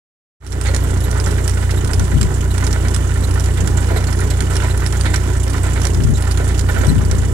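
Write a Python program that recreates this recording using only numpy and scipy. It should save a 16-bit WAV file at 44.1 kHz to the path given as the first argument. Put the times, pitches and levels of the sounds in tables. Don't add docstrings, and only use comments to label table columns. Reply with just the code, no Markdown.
import sys
import numpy as np
from scipy import signal
from scipy.fft import rfft, irfft, next_fast_len
from scipy.io import wavfile

SR = 44100
rng = np.random.default_rng(int(sys.argv[2]) if len(sys.argv) > 2 else 0)


def wav_out(sig):
    wavfile.write(sys.argv[1], SR, np.round(np.clip(np.atleast_2d(sig).T, -1, 1) * 32767).astype(np.int16))


N = 323253

# time in seconds, crankshaft turns per second.
IDLE_SPEED = [(0.0, 29.91), (0.6, 29.91), (1.05, 29.75), (1.3, 29.93), (2.0, 30.0), (2.8, 30.08),
              (3.4, 30.06), (4.3, 30.11), (4.75, 29.99), (5.2, 30.23), (5.65, 30.03), (5.95, 29.39),
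              (6.5, 29.66), (6.9, 29.65), (7.15, 30.06), (7.33, 30.07)]
# multiple of the crankshaft rate, level in dB.
EXHAUST_ORDERS = [(.5, -34), (1, -41), (1.5, -23), (2, -2), (2.5, -33), (3, -3), (3.5, -56), (4, -11.5),
                  (4.5, -29.5), (5, -18.5), (6, -24.5), (9, -27.5), (10, -30), (12, -29.5), (13, -32)]
# frequency in Hz, spectral level in dB.
BLOCK_COLOUR = [(100, 4), (180, -1), (260, -1), (330, -1), (400, 2), (500, -8), (750, -12.5), (1150, -15),
                (2000, -22), (3000, -45), (6000, -50.5)]
HISS_COLOUR = [(1500, -26), (2900, -2), (4500, -7), (6300, 2.5), (7500, 2), (8300, 1), (9700, 0),
               (10600, 0), (12500, -6), (13500, -12), (16000, -8)]
# turns into the cycle, level in dB.
VALVE_TICKS = [(.12, -8.5), (.55, 4.5), (1.08, -3), (1.55, 4), (1.779, -3)]
# frequency in Hz, bandwidth in Hz, level in dB.
THIN_MODES = [(2940, 230, -2.5), (3450, 210, -7), (4800, 3300, 0), (5720, 1000, -6), (6810, 920, 1),
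              (7350, 480, 1.5), (8020, 570, 0.5), (8810, 280, -1.5), (9700, 350, -3), (11000, 850, -6.5),
              (12900, 800, -4)]
FRAME_MODES = [(649, 78, -2), (813, 44, -3), (898, 43, -4), (996, 47, 0), (1336, 55, -1), (1474, 97, 2.5),
               (1626, 53, -5.5), (1791, 65, 0), (1955, 84, -2), (2290, 180, -6.5), (2935, 76, -10),
               (3570, 41, -12), (3870, 420, -13.5)]
# start in seconds, then looseness, arm flail,
# pin rebound, chain, squeak and high ring, all in dB.
SAW_STROKES = [(.006, 0.5, 0, 0, 0, -52, -45), (.746, .5, -1, 2, -1.5, -34, -27.5),
               (1.478, -1, 2.5, 0, 1, -33, -33), (2.2127, .5, -2, 1, 0.5, -32, -36),
               (2.945, -1, 0.5, 2, -3, -28.5, -35), (3.6743, 0, 2.5, -25, -4.5, -28.5, -31),
               (4.4055, 0.5, 4.5, -8, 1, -30, -37), (5.143, 2, -1.5, 2, -11, -48, -45),
               (5.852, -1, -3, 1, -0.5, -31, -50), (6.5928, -2.5, 6.5, -4, -9, -26.5, -34)]
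# share of the stroke, rattle in dB, dry rubbing in dB.
SLIDE_LOAD = [(0, -36.5, -34.5), (.09, -34, -39), (.19, -35.5, -34.5), (.36, -35.5, -41.5),
              (.42, -35, -35.5), (.51, -34, -40.5), (.6, -31, -38), (.665, -37.5, -37.5), (.75, -34.5, -36),
              (.82, -35.5, -35), (.9, -34, -37), (1, -34.5, -36)]
# share of the stroke, level in dB, ring pitch in Hz.
CHAIN_CLINKS = [(.501, -18.5, 9430), (0.54, -29, 6900), (.62, -15.5, 5040), (0.632, -22.5, 9630),
                (0.704, -17, 6670)]
# time in seconds, level in dB, ring pitch in Hz.
LOOSE_CLINKS = [(0.521, -18, 7300), (0.612, -14, 8100), (1.5354, -27, 5700), (2.8837, -19.5, 6160),
                (4.0696, -23, 4400), (4.555, -19, 9660), (4.566, -14.5, 5600), (5.01, -15, 4670),
                (5.4784, -21.5, 8600), (5.8168, -16.5, 6300), (5.946, -20, 6740), (6.489, -23, 6600),
                (6.868, -19, 5870), (7.113, -18, 7360)]
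# frequency in Hz, level in dB.
PIN_RINGS = [(4150, -2), (5000, 0), (5780, 7.5), (7500, 3.5), (8600, 4.5), (9600, -1)]
# frequency in Hz, spectral level in dB.
CRACK_COLOUR = [(600, -5), (1500, 6.5), (2600, 0), (4000, 2.5), (5500, 3.5), (7600, -0.5), (9700, 5.5),
                (11000, -11), (13000, -9.5), (16000, -25)]
BITE_COLOUR = [(1000, -26), (2100, 12.5), (2700, -6), (4000, 3), (5500, -12), (9000, -6), (16000, -45)]
THUD_COLOUR = [(200, -43), (400, -1), (520, 1), (700, -8), (1000, -16), (2000, -47)]
# share of the stroke, level in dB, main pitch in Hz,
# thud in dB, bite in dB.
ARM_CLANKS = [(.003, -29, 1480, -41, -39), (.135, -28, 1300, -32, -51), (.203, -27.5, 1700, -31, -42),
              (.292, -26.5, 1390, -46, -31), (.455, -28.5, 1360, -27, -39), (.562, -23, 1200, -38, -40),
              (0.709, -24.5, 1410, -36, -32), (.738, -28, 1757, -27, -35), (.868, -24.5, 1600, -27, -26.5)]
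# time in seconds, level in dB, main pitch in Hz, thud in dB, bite in dB.
ARM_SLAMS = [(.657, -19, 2110, -37, -15.5), (.685, -26, 1320, -15.5, -34), (.739, -28, 1940, -20, -27),
             (1.264, -22, 1340, -26, -36), (3.773, -25, 996, -32, -40), (3.906, -25, 950, -13.5, -27),
             (3.96, -15.5, 710, -17, -22), (4.214, -21.5, 1910, -25, -37), (4.644, -18, 965, -26, -23),
             (5.054, -17.5, 1443, -28, -14), (5.138, -17, 1550, -34, -19), (5.844, -21.5, 1500, -19, -23),
             (6.398, -24.5, 1810, -15, -32), (6.688, -18, 1430, -17.5, -39), (6.763, -19, 1550, -16, -33),
             (6.833, -22, 1350, -12.5, -38)]
# time in seconds, pitch in Hz, level in dB.
PIN_WHISTLES = [(.69, 4370, -27), (.84, 12100, -32), (4.08, 4370, -33), (6.7, 11400, -30),
                (6.79, 12200, -31)]
# time in seconds, pitch in Hz.
SQUEAK_CREEP = [(1.04, 3800), (3.9, 4020), (6.15, 3930), (6.9, 4080)]
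# peak time in seconds, half-width in seconds, left in dB, right in dB.
PORT_GUSTS = [(2.013, 0.035, -11, -26), (2.157, 0.028, -5.5, -34), (2.241, 0.04, -9.5, -37),
              (3.613, 0.044, -18, -25), (3.726, 0.083, -26, -20), (6.026, 0.083, -11, -27),
              (6.105, 0.047, -8.5, -27), (6.8, .04, -21, -14), (6.906, 0.033, -1.5, -29),
              (6.983, 0.048, -10.5, -39), (7.14, 0.19, -15, -32)]
# frequency in Hz, spectral level in dB.
BUFFET_COLOUR = [(25, -18), (80, 0.5), (150, -2), (230, -9), (350, -20), (600, -39), (1500, -67)]
# frequency in Hz, left-right correlation from 0 to 1.
PORT_LIKENESS = [(60, 1), (300, 0.9), (700, 0.52), (2400, 0.31), (4400, 0.27), (10000, .1)]
# frequency in Hz, left minus right in dB.
LEFT_MUFFLE = [(70, -1.5), (400, -2.5), (520, -4.5), (750, -7.5), (1200, -10.5), (1800, -8), (2700, -10.5),
               (4200, -16.5), (6400, -27.5), (9800, -35), (15000, -9.5)]
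# frequency in Hz, lag in radians.
LEFT_LAG = [(30, 0.19), (75, 0.31), (150, 0.63), (400, 0.96), (1000, 1.3), (2500, 1.57)]


def from_db(db):
    return 10 ** (np.asarray(db) / 20)


def rms_one(x):
    return x / np.sqrt(np.mean(x ** 2) + 1e-20)


def seconds():
    return np.arange(N) / SR


def per_bin(points):
    hz, value = np.transpose(points)
    return np.interp(np.log(np.fft.rfftfreq(next_fast_len(N), 1 / SR) + 1), np.log(hz), value)


def equalise(x, gain):
    size = next_fast_len(N)
    return irfft(rfft(x, size) * gain, size)[..., :N]


def noise(colour):
    alike = per_bin(PORT_LIKENESS)
    gains = from_db(per_bin(colour)) * np.sqrt([1 + alike, 1 - alike])
    mid, side = equalise(rng.standard_normal((2, N)), gains)
    return rms_one(np.array([mid + side, mid - side]))


def drift(knots_per_s):
    knots = rng.standard_normal(9000)
    return rms_one(np.interp(seconds() * knots_per_s, np.arange(len(knots)), knots))


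def bursts(times, gains, rise_s, decay_s):
    hits = np.zeros(N)
    np.add.at(hits, np.clip(np.asarray(times) * SR, 0, N - 1).astype(int), np.square(gains))
    fall, lag = np.exp(-2 / (decay_s * SR)), np.exp(-1 / (rise_s * SR))
    power = signal.lfilter([1], [1, -fall], hits + 1e-18)
    return signal.lfilter([1 - lag], [1, -lag], np.sqrt(power))


def resonate(x, hz, width_hz):
    radius = np.exp(-np.pi * width_hz / SR)
    feedback = [1, -2 * radius * np.cos(2 * np.pi * hz / SR), radius ** 2]
    return signal.lfilter(np.sqrt((1 - radius ** 2) / 2) * np.array([1, 0, -1]), feedback, x)


def add_ring(out, start_s, hz, gain, decay_s):
    start = int(start_s * SR)
    age = np.arange(min(SR // 6, N - start)) / SR
    out[..., start:start + len(age)] += gain * np.exp(-age / decay_s) * np.sin(2 * np.pi * hz * age)


def exhaust(turn, level_db=-16, waver=.096, smear=.72):
    note = np.zeros(N)
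    for order, db in EXHAUST_ORDERS:
        held_back = smear * (order - 2) * (order - 3)
        strength = from_db(level_db + db) * (1 + waver * order / 2 * drift(25))
        note -= np.sqrt(2) * strength * np.sin(2 * np.pi * order * turn + held_back)
    return note


def engine_block(turn, roar_db=-26, throb_db=3, firing_turn=.069, shake_db=-31):
    throb = from_db(throb_db * np.cos(4 * np.pi * (turn - firing_turn)) + 1.24 * drift(16))
    shaking = noise([(12, -14), (23, -13), (38, -2), (100, -8), (160, -11), (400, -37), (1500, -74)])
    return from_db(roar_db) * throb * noise(BLOCK_COLOUR) + from_db(shake_db) * shaking


def valves_and_slide(turn, tick_db=-33, rub_db=-3, hiss_db=-43, uneven_db=3, scatter_db=6, grain_db=2.5):
    place, accent_db = np.transpose(VALVE_TICKS)
    cycle_starts = 2 * np.arange(turn[-1] // 2 + 1)
    tick_turns = (cycle_starts[:, None] + place).ravel()
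    times = np.interp(tick_turns[tick_turns < turn[-1]], turn, seconds())
    chance = rng.standard_normal((len(times), len(THIN_MODES) + 1))
    level_db = tick_db + np.resize(accent_db, len(times)) + uneven_db * chance[:, -1]
    _, slide_db = sliding_db()
    rub = from_db(slide_db + rub_db)
    total = np.linalg.norm(from_db(np.array(THIN_MODES)[:, 2]))
    white, steel = rng.standard_normal((3, 2, N)), np.zeros((2, N))
    for k, (hz, width_hz, db) in enumerate(THIN_MODES):
        ticks = bursts(times, from_db(level_db + scatter_db * chance[:, k]), rise_s=.0039, decay_s=.0058)
        force = np.hypot(ticks, rub * from_db(grain_db * drift(70))) * white[k % 3]
        steel += from_db(db) / total * resonate(force, hz, width_hz)
    steel = signal.sosfilt(signal.butter(3, 11000, fs=SR, output="sos"), steel)
    return steel + from_db(hiss_db) * noise(HISS_COLOUR)


def stroke_edges(last_stroke_s=.737):
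    starts = np.array(SAW_STROKES)[:, 0]
    return np.append(starts, starts[-1] + last_stroke_s)


def stroke_time(stroke, share):
    edges = stroke_edges()
    return np.interp(stroke + share, np.arange(len(edges)), edges)


def slack_db(stroke, share, flail_from=.125, flail_to=.44):
    loose_db, flail_db = np.array(SAW_STROKES)[:, 1:3].T
    return loose_db[stroke] + flail_db[stroke] * ((share > flail_from) & (share < flail_to))


def sliding_db(rub_follows=.99):
    edges = stroke_edges()
    position = np.interp(seconds(), edges, np.arange(len(edges)))
    stroke, share = np.minimum(position.astype(int), len(SAW_STROKES) - 1), position % 1
    place, rattle_db, rub_db = np.transpose(SLIDE_LOAD)
    slack = slack_db(stroke, share)
    rattle = np.interp(share, place, rattle_db) + slack
    rubbing = np.interp(share, place, rub_db) + rub_follows * slack
    return rattle, rubbing


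def linkage(knocks_per_s=170, knock_db=-2, scrape_db=-4, clank_db=-5, uneven_db=2, stereo_spread=.58):
    times, level_db, main_hz, _, _ = clank_events().T
    knocks = (rng.random(N) < knocks_per_s / SR) * from_db(uneven_db * rng.standard_normal(N))
    rattle_db, _ = sliding_db()
    rattle = from_db(rattle_db) * (from_db(knock_db) * rms_one(knocks) + from_db(scrape_db))
    chatter = rms_one(rng.standard_normal((3, 1, N)) + stereo_spread * rng.standard_normal((3, 2, N)))
    total = np.linalg.norm(from_db(np.array(FRAME_MODES)[:, 2]))
    frame = np.zeros((2, N))
    for k, (hz, width_hz, db) in enumerate(FRAME_MODES):
        favour = .5 + np.exp(-np.log2(hz / main_hz) ** 2)
        blows = bursts(times, from_db(level_db + clank_db) * favour, rise_s=.00015, decay_s=.016)
        force = np.hypot(rattle, blows) * chatter[k % 3]
        frame += from_db(db) / total * resonate(force, hz, width_hz)
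    return frame


def clink_events(detune=.074, rebound_s=.017):
    rows = []
    for stroke, (start, _, _, rebound_db, chain_db, _, _) in enumerate(SAW_STROKES):
        rows.append((start, -13.5, 7600))
        rows.append((start + rebound_s, -17 + rebound_db, 7300))
        rows += [(stroke_time(stroke, share), db + chain_db, hz) for share, db, hz in CHAIN_CLINKS]
    rows = np.array(rows)
    rows[:, 2] *= np.exp(detune * rng.standard_normal(len(rows)))
    return np.vstack([rows, LOOSE_CLINKS])


def clinks(crack_db=-3, ring_db=-5, ring_s=.0044, modes_db=-15, tail_db=-19, body_db=-23):
    events = clink_events()
    times, level_db, _ = events.T
    crack = bursts(times, from_db(level_db + crack_db), rise_s=.0003, decay_s=.0038)
    tail = bursts(times, from_db(level_db + tail_db), rise_s=.0021, decay_s=.022)
    body = bursts(times, from_db(level_db + body_db), rise_s=.0004, decay_s=.0076)
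    out = np.hypot(crack, tail) * noise(CRACK_COLOUR) + body * noise(BITE_COLOUR)
    for at, db, hz in events:
        add_ring(out, at, hz, from_db(db + ring_db), ring_s)
        for mode_hz, mode_db in PIN_RINGS:
            add_ring(out, at, mode_hz, rng.standard_normal() * from_db(db + modes_db + mode_db), ring_s)
    return out


def clank_events():
    rows = list(ARM_SLAMS)
    for stroke in range(len(SAW_STROKES)):
        for share, db, hz, thud_db, bite_db in ARM_CLANKS:
            slack = slack_db(stroke, share)
            rows.append((stroke_time(stroke, share), db + slack, hz, thud_db + slack, bite_db + slack))
    return np.array(rows)


def clanks(ring_db=-4, ring_s=.0097, thud_trim_db=-7, bite_trim_db=-6):
    times, level_db, main_hz, thud_db, bite_db = clank_events().T
    thud = bursts(times, from_db(thud_db + thud_trim_db), rise_s=.00087, decay_s=.027)
    bite = bursts(times, from_db(bite_db + bite_trim_db), rise_s=.00051, decay_s=.028)
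    out = thud * noise(THUD_COLOUR) + bite * noise(BITE_COLOUR)
    for at, db, hz in zip(times, level_db, main_hz):
        add_ring(out, at, hz, from_db(db + ring_db), ring_s)
    return out


def squeaks(stroke_share=.412, half_width_s=.01, octave_db=-2, whistle_db=-2, bar_hz=11350):
    out, unsteady = np.zeros(N), drift(1100)
    slips = [(at, hz, whistle_db + db, .025) for at, hz, db in PIN_WHISTLES]
    for stroke, (*_, squeak_db, bar_db) in enumerate(SAW_STROKES):
        at = stroke_time(stroke, stroke_share)
        hz = np.interp(at, *np.transpose(SQUEAK_CREEP))
        slips.append((at, hz, squeak_db, .04))
        slips.append((at, 2 * hz, squeak_db + octave_db, .05))
        slips.append((at, bar_hz, bar_db, .018))
    for at, hz, db, wobble in slips:
        near = int(at * SR) + np.arange(-SR // 20, SR // 20)
        swell = from_db(db) * np.exp(-((near / SR - at) / half_width_s) ** 2)
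        pitch_hz = hz * (1 + wobble * unsteady[near])
        out[near] += swell * np.sin(2 * np.pi * np.cumsum(pitch_hz) / SR)
    return out


def wind(level_db=-1):
    force = np.zeros((2, N))
    for at, half_width_s, left_db, right_db in PORT_GUSTS:
        force += from_db([[left_db], [right_db]]) * np.exp(-((seconds() - at) / half_width_s) ** 2)
    buffets = equalise(rng.standard_normal((2, N)), from_db(per_bin(BUFFET_COLOUR)))
    return from_db(level_db) * force * rms_one(buffets)


def scene(start_turn=.565):
    turns_per_s = np.interp(seconds(), *np.transpose(IDLE_SPEED))
    turn = start_turn + np.cumsum(turns_per_s) / SR
    saw = linkage() + clanks() + clinks() + squeaks()
    return exhaust(turn) + engine_block(turn) + saw + wind() + valves_and_slide(turn)


def record(dry, silent_s=.4, fade_s=.3, ceiling=.92, cutoff_hz=16700):
    muffle = from_db(per_bin(LEFT_MUFFLE))
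    left = muffle * np.exp(-1j * per_bin(LEFT_LAG))
    keep_power = np.sqrt(2 / (1 + muffle ** 2))
    ports = equalise(dry, np.array([left, np.ones_like(left)]) * keep_power)
    faded = ports * np.clip((seconds() - silent_s) / fade_s, 0, 1)
    rounded = faded / (1 + (faded / ceiling) ** 8) ** (1 / 8)
    return signal.sosfilt(signal.cheby2(16, 70, cutoff_hz, fs=SR, output="sos"), rounded)


dry = scene()
out = record(dry)
wav_out(out)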